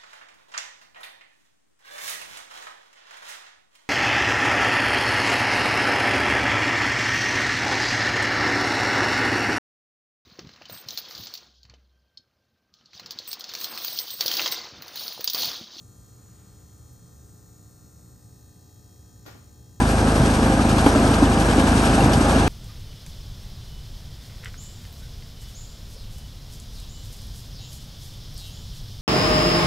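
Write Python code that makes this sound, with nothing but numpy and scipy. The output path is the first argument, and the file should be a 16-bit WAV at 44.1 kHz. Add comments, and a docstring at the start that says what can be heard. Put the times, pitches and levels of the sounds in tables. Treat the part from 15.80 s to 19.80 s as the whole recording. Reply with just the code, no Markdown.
"""A room with a discharge lamp buzzing in its reflector, close to a camera's two microphone ports.
The mains shake ballast and metalwork into a comb of wavering lines whose balance shifts once; the arc
sizzles every half cycle. One knock further off rings through the room. Underneath: a thin tone,
a tink, faint quick ticking and the low rumble of ventilation."""
import sys
import numpy as np
from scipy import signal
from scipy.fft import rfft, irfft
from scipy.io import wavfile
from scipy.ndimage import map_coordinates

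SR = 44100
rng = np.random.default_rng(int(sys.argv[2]) if len(sys.argv) > 2 else 0)


def materialize(psi):
    """Save the field psi as 16-bit PCM at rate SR to the path in sys.argv[1].

    A 1-D psi becomes a single channel; in a 2-D psi each row is a channel.
    """
    bounded = np.clip(np.atleast_2d(psi).T, -1, 1)
    quanta = np.round(bounded * 32767).astype(np.int16)
    wavfile.write(sys.argv[1], SR, quanta)


N = 176400
TIME, FREQ = np.arange(N) / SR, np.fft.rfftfreq(N, 1 / SR)
LEFT_RIGHT = np.array([[1], [-1]])
MAINS_HZ, FIRST_STRIKE_S = 60.033, 0.015


def undb(db):
    """Decibels to gain."""
    return 10 ** (np.asarray(db) / 20)


def at(table, hz):
    """Interpolate (Hz, value) rows on a log-frequency axis."""
    points = np.array(table, float)
    return np.interp(np.log(np.maximum(hz, 1)), np.log(points[:, 0]), points[:, 1])


def noise(db_per_hz):
    """Noise of the given spectral density."""
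    return irfft(rfft(rng.standard_normal(N)) * undb(db_per_hz) * np.sqrt(SR / 2), N)


def walk(times, per_s, count=1):
    """Smooth random curves of spread 1, one per column."""
    hz = np.fft.rfftfreq(2 * len(times), times[1] - times[0])[:, None]
    white = rfft(rng.standard_normal((2 * len(times), count)), axis=0)
    curves = irfft(white / (1 + (2 * hz / per_s) ** 2), axis=0)
    return curves[:len(times)] / curves.std()


def ports(x, balance, lead_rad=0):
    """Split a sound between the ports by level and phase, at constant power."""
    gain = undb(LEFT_RIGHT * at(balance, FREQ) / 2)
    gain = gain / np.sqrt(np.mean(gain ** 2, axis=0))
    return irfft(rfft(x) * gain * np.exp(.5j * LEFT_RIGHT * lead_rad), N)


def buzz(count=262, cycle_samples=4096):
    """Ballast and metalwork repeat one vibration per mains cycle; its lines wander and flutter."""
    # Each row: mains multiple, level in dB before the shift, level in dB after it (both untrimmed).
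    strong_lines = [(2, -57, -59), (3, -67, -76), (4, -70, -69), (5, -67, -67), (6, -75, -74),
                    (7, -71, -71), (8, -73, -75), (9, -78, -78), (10, -79, -79), (12, -77, -76),
                    (13, -82, -82), (14, -78, -76), (17, -81, -80), (20, -76, -79), (21, -77, -78),
                    (23, -78, -93), (26, -81, -81), (42, -92, -87), (43, -89, -88), (46, -89, -88),
                    (54, -79, -77), (61, -86, -85), (62, -82, -84), (68, -84, -80), (69, -88, -84),
                    (70, -78, -81), (72, -79, -80), (74, -82, -81), (84, -80, -81), (86, -83, -82),
                    (89, -81, -79), (92, -85, -79), (93, -80, -78), (94, -77, -73), (95, -85, -81),
                    (98, -76, -95), (104, -76, -77), (105, -80, -81), (107, -85, -77), (108, -81, -89),
                    (110, -77, -74), (112, -76, -75), (115, -79, -81), (116, -73, -72), (118, -81, -88),
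                    (121, -81, -83), (126, -80, -83), (133, -87, -82), (138, -69, -74), (139, -76, -76),
                    (140, -79, -78), (142, -81, -79), (143, -79, -79), (144, -75, -73), (146, -79, -82),
                    (153, -78, -83), (154, -75, -80), (164, -79, -78), (186, -86, -86), (187, -86, -80),
                    (188, -80, -83), (214, -86, -86), (220, -84, -84), (225, -85, -85), (244, -84, -82),
                    (245, -85, -85), (246, -83, -83), (248, -82, -82)]
    # All other lines. Each row: frequency in Hz, untrimmed level per line in dB.
    weak_lines = [(900, -87), (1500, -85), (2200, -100), (3000, -104), (3900, -86), (4700, -91.5),
                  (5400, -85.5), (6000, -89), (6600, -80.5), (7300, -87), (7800, -88), (8500, -85),
                  (9100, -77.5), (10300, -112.5), (11700, -91.5), (13200, -88), (14800, -92.5),
                  (15600, -83)]
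    # Lines swell or sink as the metal warms.
    # Each row: mains multiple, centre in seconds, half length in seconds, change in dB.
    swells = [(54, 2.1, .55, -10), (94, .3, .6, -8), (110, 1.5, .5, -6), (115, .4, .7, 9),
              (138, 0, .35, -4), (138, 2.5, .3, 2), (138, 3.9, .6, -15), (139, .2, .6, 5),
              (244, 1.9, 1.1, 10)]
    # Lines in step rattle at one moment of the cycle.
    # Each row: frequency in Hz, phase spread between neighbours in radians.
    smear = [(4500, 2), (5600, .9), (6500, 1.6), (9000, 1.9), (11500, 1.2), (15000, .9)]
    # Each row: frequency in Hz, share of the wander and flutter.
    unsteadiness = [(300, 0.55), (2000, 0.74), (6000, 0.94), (8300, 0.94), (13000, 1)]
    strong_trim_db, weak_trim_db, scatter_db = -.5, -4, 9
    shift_centre_s, shift_length_s = 2.43, 0.25
    wander_db, wander_per_s, flutter_depth, flutter_per_s = 1.4, 3, 0.27, 58

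    hz = np.arange(count) * MAINS_HZ
    cycle_s = np.arange(int(TIME[-1] * MAINS_HZ) + 2) / MAINS_HZ
    phase = np.cumsum(at(smear, hz) * rng.standard_normal(count)) - 2 * np.pi * hz * FIRST_STRIKE_S
    shifted = np.clip((cycle_s[:, None] - shift_centre_s) / shift_length_s + .5, 0, 1)
    steady, before, after = np.clip(rng.standard_normal((3, count)), -2, 1)
    scatter = (steady + before + shifted * (after - before)) / np.sqrt(2)
    db = at(weak_lines, hz) + weak_trim_db + scatter_db * scatter
    for multiple, early_db, late_db in strong_lines:
        db[:, multiple] = strong_trim_db + early_db + shifted[:, 0] * (late_db - early_db)
    for multiple, centre_s, half_s, swell_db in swells:
        db[:, multiple] += swell_db * np.exp(-((cycle_s - centre_s) / half_s) ** 2)
    share = at(unsteadiness, hz)
    db += share * wander_db * walk(cycle_s, wander_per_s, count)
    flutter = walk(cycle_s, flutter_per_s, count) + 1j * walk(cycle_s, flutter_per_s, count)
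    lines = undb(db) * np.exp(1j * phase) * (1 + share * flutter_depth * flutter) * (hz > 0)
    # One waveform per cycle, each blended into the next.
    shapes = irfft(lines, cycle_samples, axis=1) * cycle_samples / np.sqrt(2)
    turns = TIME * MAINS_HZ
    return map_coordinates(shapes, [turns, turns % 1 * cycle_samples], order=1, mode="grid-wrap")


def sizzle(trim_db=-3.5, spit_depth=0.61, spit_decay_s=0.0075, second_spit=0.39):
    """Hiss that spits as the arc strikes each half cycle, one way more strongly."""
    # Each row: frequency in Hz, untrimmed density in dB per Hz.
    spectrum = [(1200, -103), (2300, -112), (2900, -115), (4200, -108), (4700, -112), (6000, -108),
                (6900, -100.5), (7800, -108), (8400, -103), (9300, -106), (10300, -107), (11700, -110),
                (13200, -108), (14800, -106), (15600, -112)]
    # Upper midrange of the hiss. Each row: time in seconds, gain in dB.
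    mid_levels = [(0, -15), (.4, 5.5), (.62, 9.5), (1.1, -1), (1.9, -2), (2.3, 0), (2.7, -11), (3.3, -5),
                  (4, -6)]
    mid_hz, mid_width_hz = 2530, 1400

    def strike(lag_cycles):
        age_s = ((TIME - FIRST_STRIKE_S) * MAINS_HZ - lag_cycles) % 1 / MAINS_HZ
        return np.exp(-age_s / spit_decay_s)

    gate = 1 + spit_depth * (strike(0) + second_spit * strike(0.57))
    hiss = noise(at(spectrum, FREQ) + trim_db) * gate / np.sqrt(np.mean(gate ** 2))
    mid_band = irfft(rfft(hiss) * np.exp(-((FREQ - mid_hz) / mid_width_hz) ** 2), N)
    mid_gain = undb(np.interp(TIME, *np.array(mid_levels).T))
    return hiss + mid_band * (mid_gain - 1)


def knock(trim_db=-0.5, attack_s=.0018, crack=.5, crack_s=.006):
    """Quick contacts each crack, ring a few modes and fill the room; the rebounds are dull."""
    # Each row: start in seconds, gain in dB, low-pass corner in Hz.
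    contacts = [(3.452, -11.5, 15000), (3.461, -1, 14900), (3.475, -5, 15000), (3.481, -3, 1750),
                (3.547, -4, 650), (3.583, -9, 400)]
    # Noise bands excited. Each row: frequency in Hz, base density in dB per Hz, T60 in seconds.
    bands = [(120, -91, 0.58), (267, -70.5, 0.165), (605, -75.5, 0.24), (1330, -81, 0.5),
             (1990, -85.5, 0.59), (2700, -87, 0.53), (5500, -87, 0.47), (10300, -100.5, 0.14),
             (13000, -86, 0.34), (15300, -97, 0.24)]
    # Each row: frequency in Hz, base level in dB, T60 in seconds.
    modes = [(290, -51, .26), (377, -56, .2), (530, -57, .28), (800, -59, .34), (1180, -59, .5),
             (1423, -53.5, .45), (1884, -59, .34)]
    # Each row: frequency in Hz, left minus right in dB.
    balance = [(700, -0.5), (1300, 4), (2400, 1.5), (4400, 8.5), (8000, 0), (15000, -3)]

    def envelope(hz, t60_s):
        power = 0
        for start_s, db, corner_hz in contacts:
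            age_s = np.maximum(TIME - start_s, 0)
            gain = undb(db - 10 * np.log10(1 + (hz / corner_hz) ** 4))
            fade = np.exp(-np.log(1000) * age_s / t60_s) + crack * np.exp(-age_s / crack_s)
            power += (np.minimum(age_s / attack_s, 1) * gain * fade) ** 2
        return np.sqrt(power)

    bands = np.array(bands)
    wash = rfft(np.array([noise(at(bands[:, :2], FREQ)) for _ in range(2)]))
    sound = np.zeros((2, N))
    for selector, (hz, _, t60_s) in zip(np.eye(len(bands)), bands):
        triangle = at(np.c_[bands[:, 0], selector], FREQ)
        sound += irfft(wash * triangle, N) * envelope(hz, t60_s)
    for hz, db, t60_s in modes:
        tone = np.sin(2 * np.pi * (hz * TIME + rng.random((2, 1)) / 2))
        sound += undb(db) * envelope(hz, t60_s) * tone
    return undb(trim_db) * ports(sound, balance)


def thin_tone(hz=6940.5, db=-76.5, sway_db=5.5, sway_rad=0.17):
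    """A swaying tone between the mains lines, perhaps a loose part singing."""
    level_sway, phase_sway = walk(TIME, per_s=3.7, count=2).T
    return undb(db + sway_db * level_sway) * np.sin(2 * np.pi * hz * TIME + sway_rad * phase_sway)


def tink(start_s=1.118, rise_s=.014, hz=8200, scrape_db_per_hz=-101.5, ring_db=-69):
    """A faint, high scrape with a brief ring, perhaps hot metal settling."""
    age = np.maximum(TIME - start_s, 0) / rise_s
    scrape = noise(scrape_db_per_hz - 10 * np.log10(1 + (hz / np.maximum(FREQ, 1)) ** 10))
    ring = undb(ring_db) * np.sin(2 * np.pi * hz * TIME)
    return age * np.exp(1 - age) * (scrape + ring)


def ticking(per_s=29.97, first_s=0.0229, rise_s=0.0012, peak_db=-67, swell_db=1):
    """Faint, even ticks over a whirr on one resonance, perhaps the camera's lens drive."""
    hz, half_width_hz, whirr_db_per_hz = 1817, 79, -102
    age = (TIME - first_s) % (1 / per_s) / rise_s
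    whirr = noise(whirr_db_per_hz - 20 * np.log10(1 + ((FREQ - hz) / half_width_hz) ** 2))
    peak = undb(peak_db + swell_db * walk(TIME, per_s=4)[:, 0])
    carrier = np.cos(np.angle(signal.hilbert(whirr)))
    return whirr + peak * age * np.exp(1 - age) * carrier


def rumble(swell_db=0.5):
    """Room ventilation: deep, slowly swelling, alike at both ports in the bass."""
    # Each row: frequency in Hz, density in dB per Hz.
    spectrum = [(10, -105), (28, -88.5), (48, -80), (70, -68.5), (85, -72.5), (104, -67), (140, -79),
                (178, -75.5), (205, -82.5), (240, -85.5), (340, -90), (520, -95), (800, -104), (1500, -111),
                (3000, -123), (9000, -130)]
    # Each row: frequency in Hz, correlation between the ports.
    likeness = [(60, 1), (130, 0.84), (260, 0.87), (500, 0.04), (1200, 0.014)]
    correlation = np.clip(at(likeness, FREQ), -.99, .99)
    mid = noise(at(spectrum, FREQ) + 10 * np.log10((1 + correlation) / 2))
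    side = noise(at(spectrum, FREQ) + 10 * np.log10((1 - correlation) / 2))
    return (mid + LEFT_RIGHT * side) * undb(swell_db * walk(TIME, per_s=0.9)[:, 0])


def scene():
    """The lamp close by, the room around it."""
    # Each row: frequency in Hz, lead of the left port in radians.
    port_phase = [(0, 0), (700, .7), (1290, -1), (1800, 1.5), (2400, .4), (5300, .2), (5700, -1.1),
                  (6550, -.4), (7750, -.5), (8500, -1.4), (9600, -3), (10400, -3.3), (11200, -4.7),
                  (12400, -5.9), (14400, -6.5), (15000, -7.6), (15500, -9)]
    # Each row: frequency in Hz, left minus right in dB.
    port_balance = [(200, .5), (330, 2.5), (600, 3), (1200, 6), (2400, 5), (4500, 3.5), (7000, 2),
                    (9000, 0)]
    lead_rad = np.interp(FREQ, *np.array(port_phase).T)
    near = buzz() + sizzle() + thin_tone() + tink() + ticking()
    return ports(near, port_balance, lead_rad) + rumble() + knock()


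def record(dry):
    """Steep low-pass on the top treble."""
    cutoff_hz = 15550
    return signal.sosfilt(signal.ellip(10, .2, 80, cutoff_hz, fs=SR, output="sos"), dry)


dry = scene()
out = record(dry)
materialize(out)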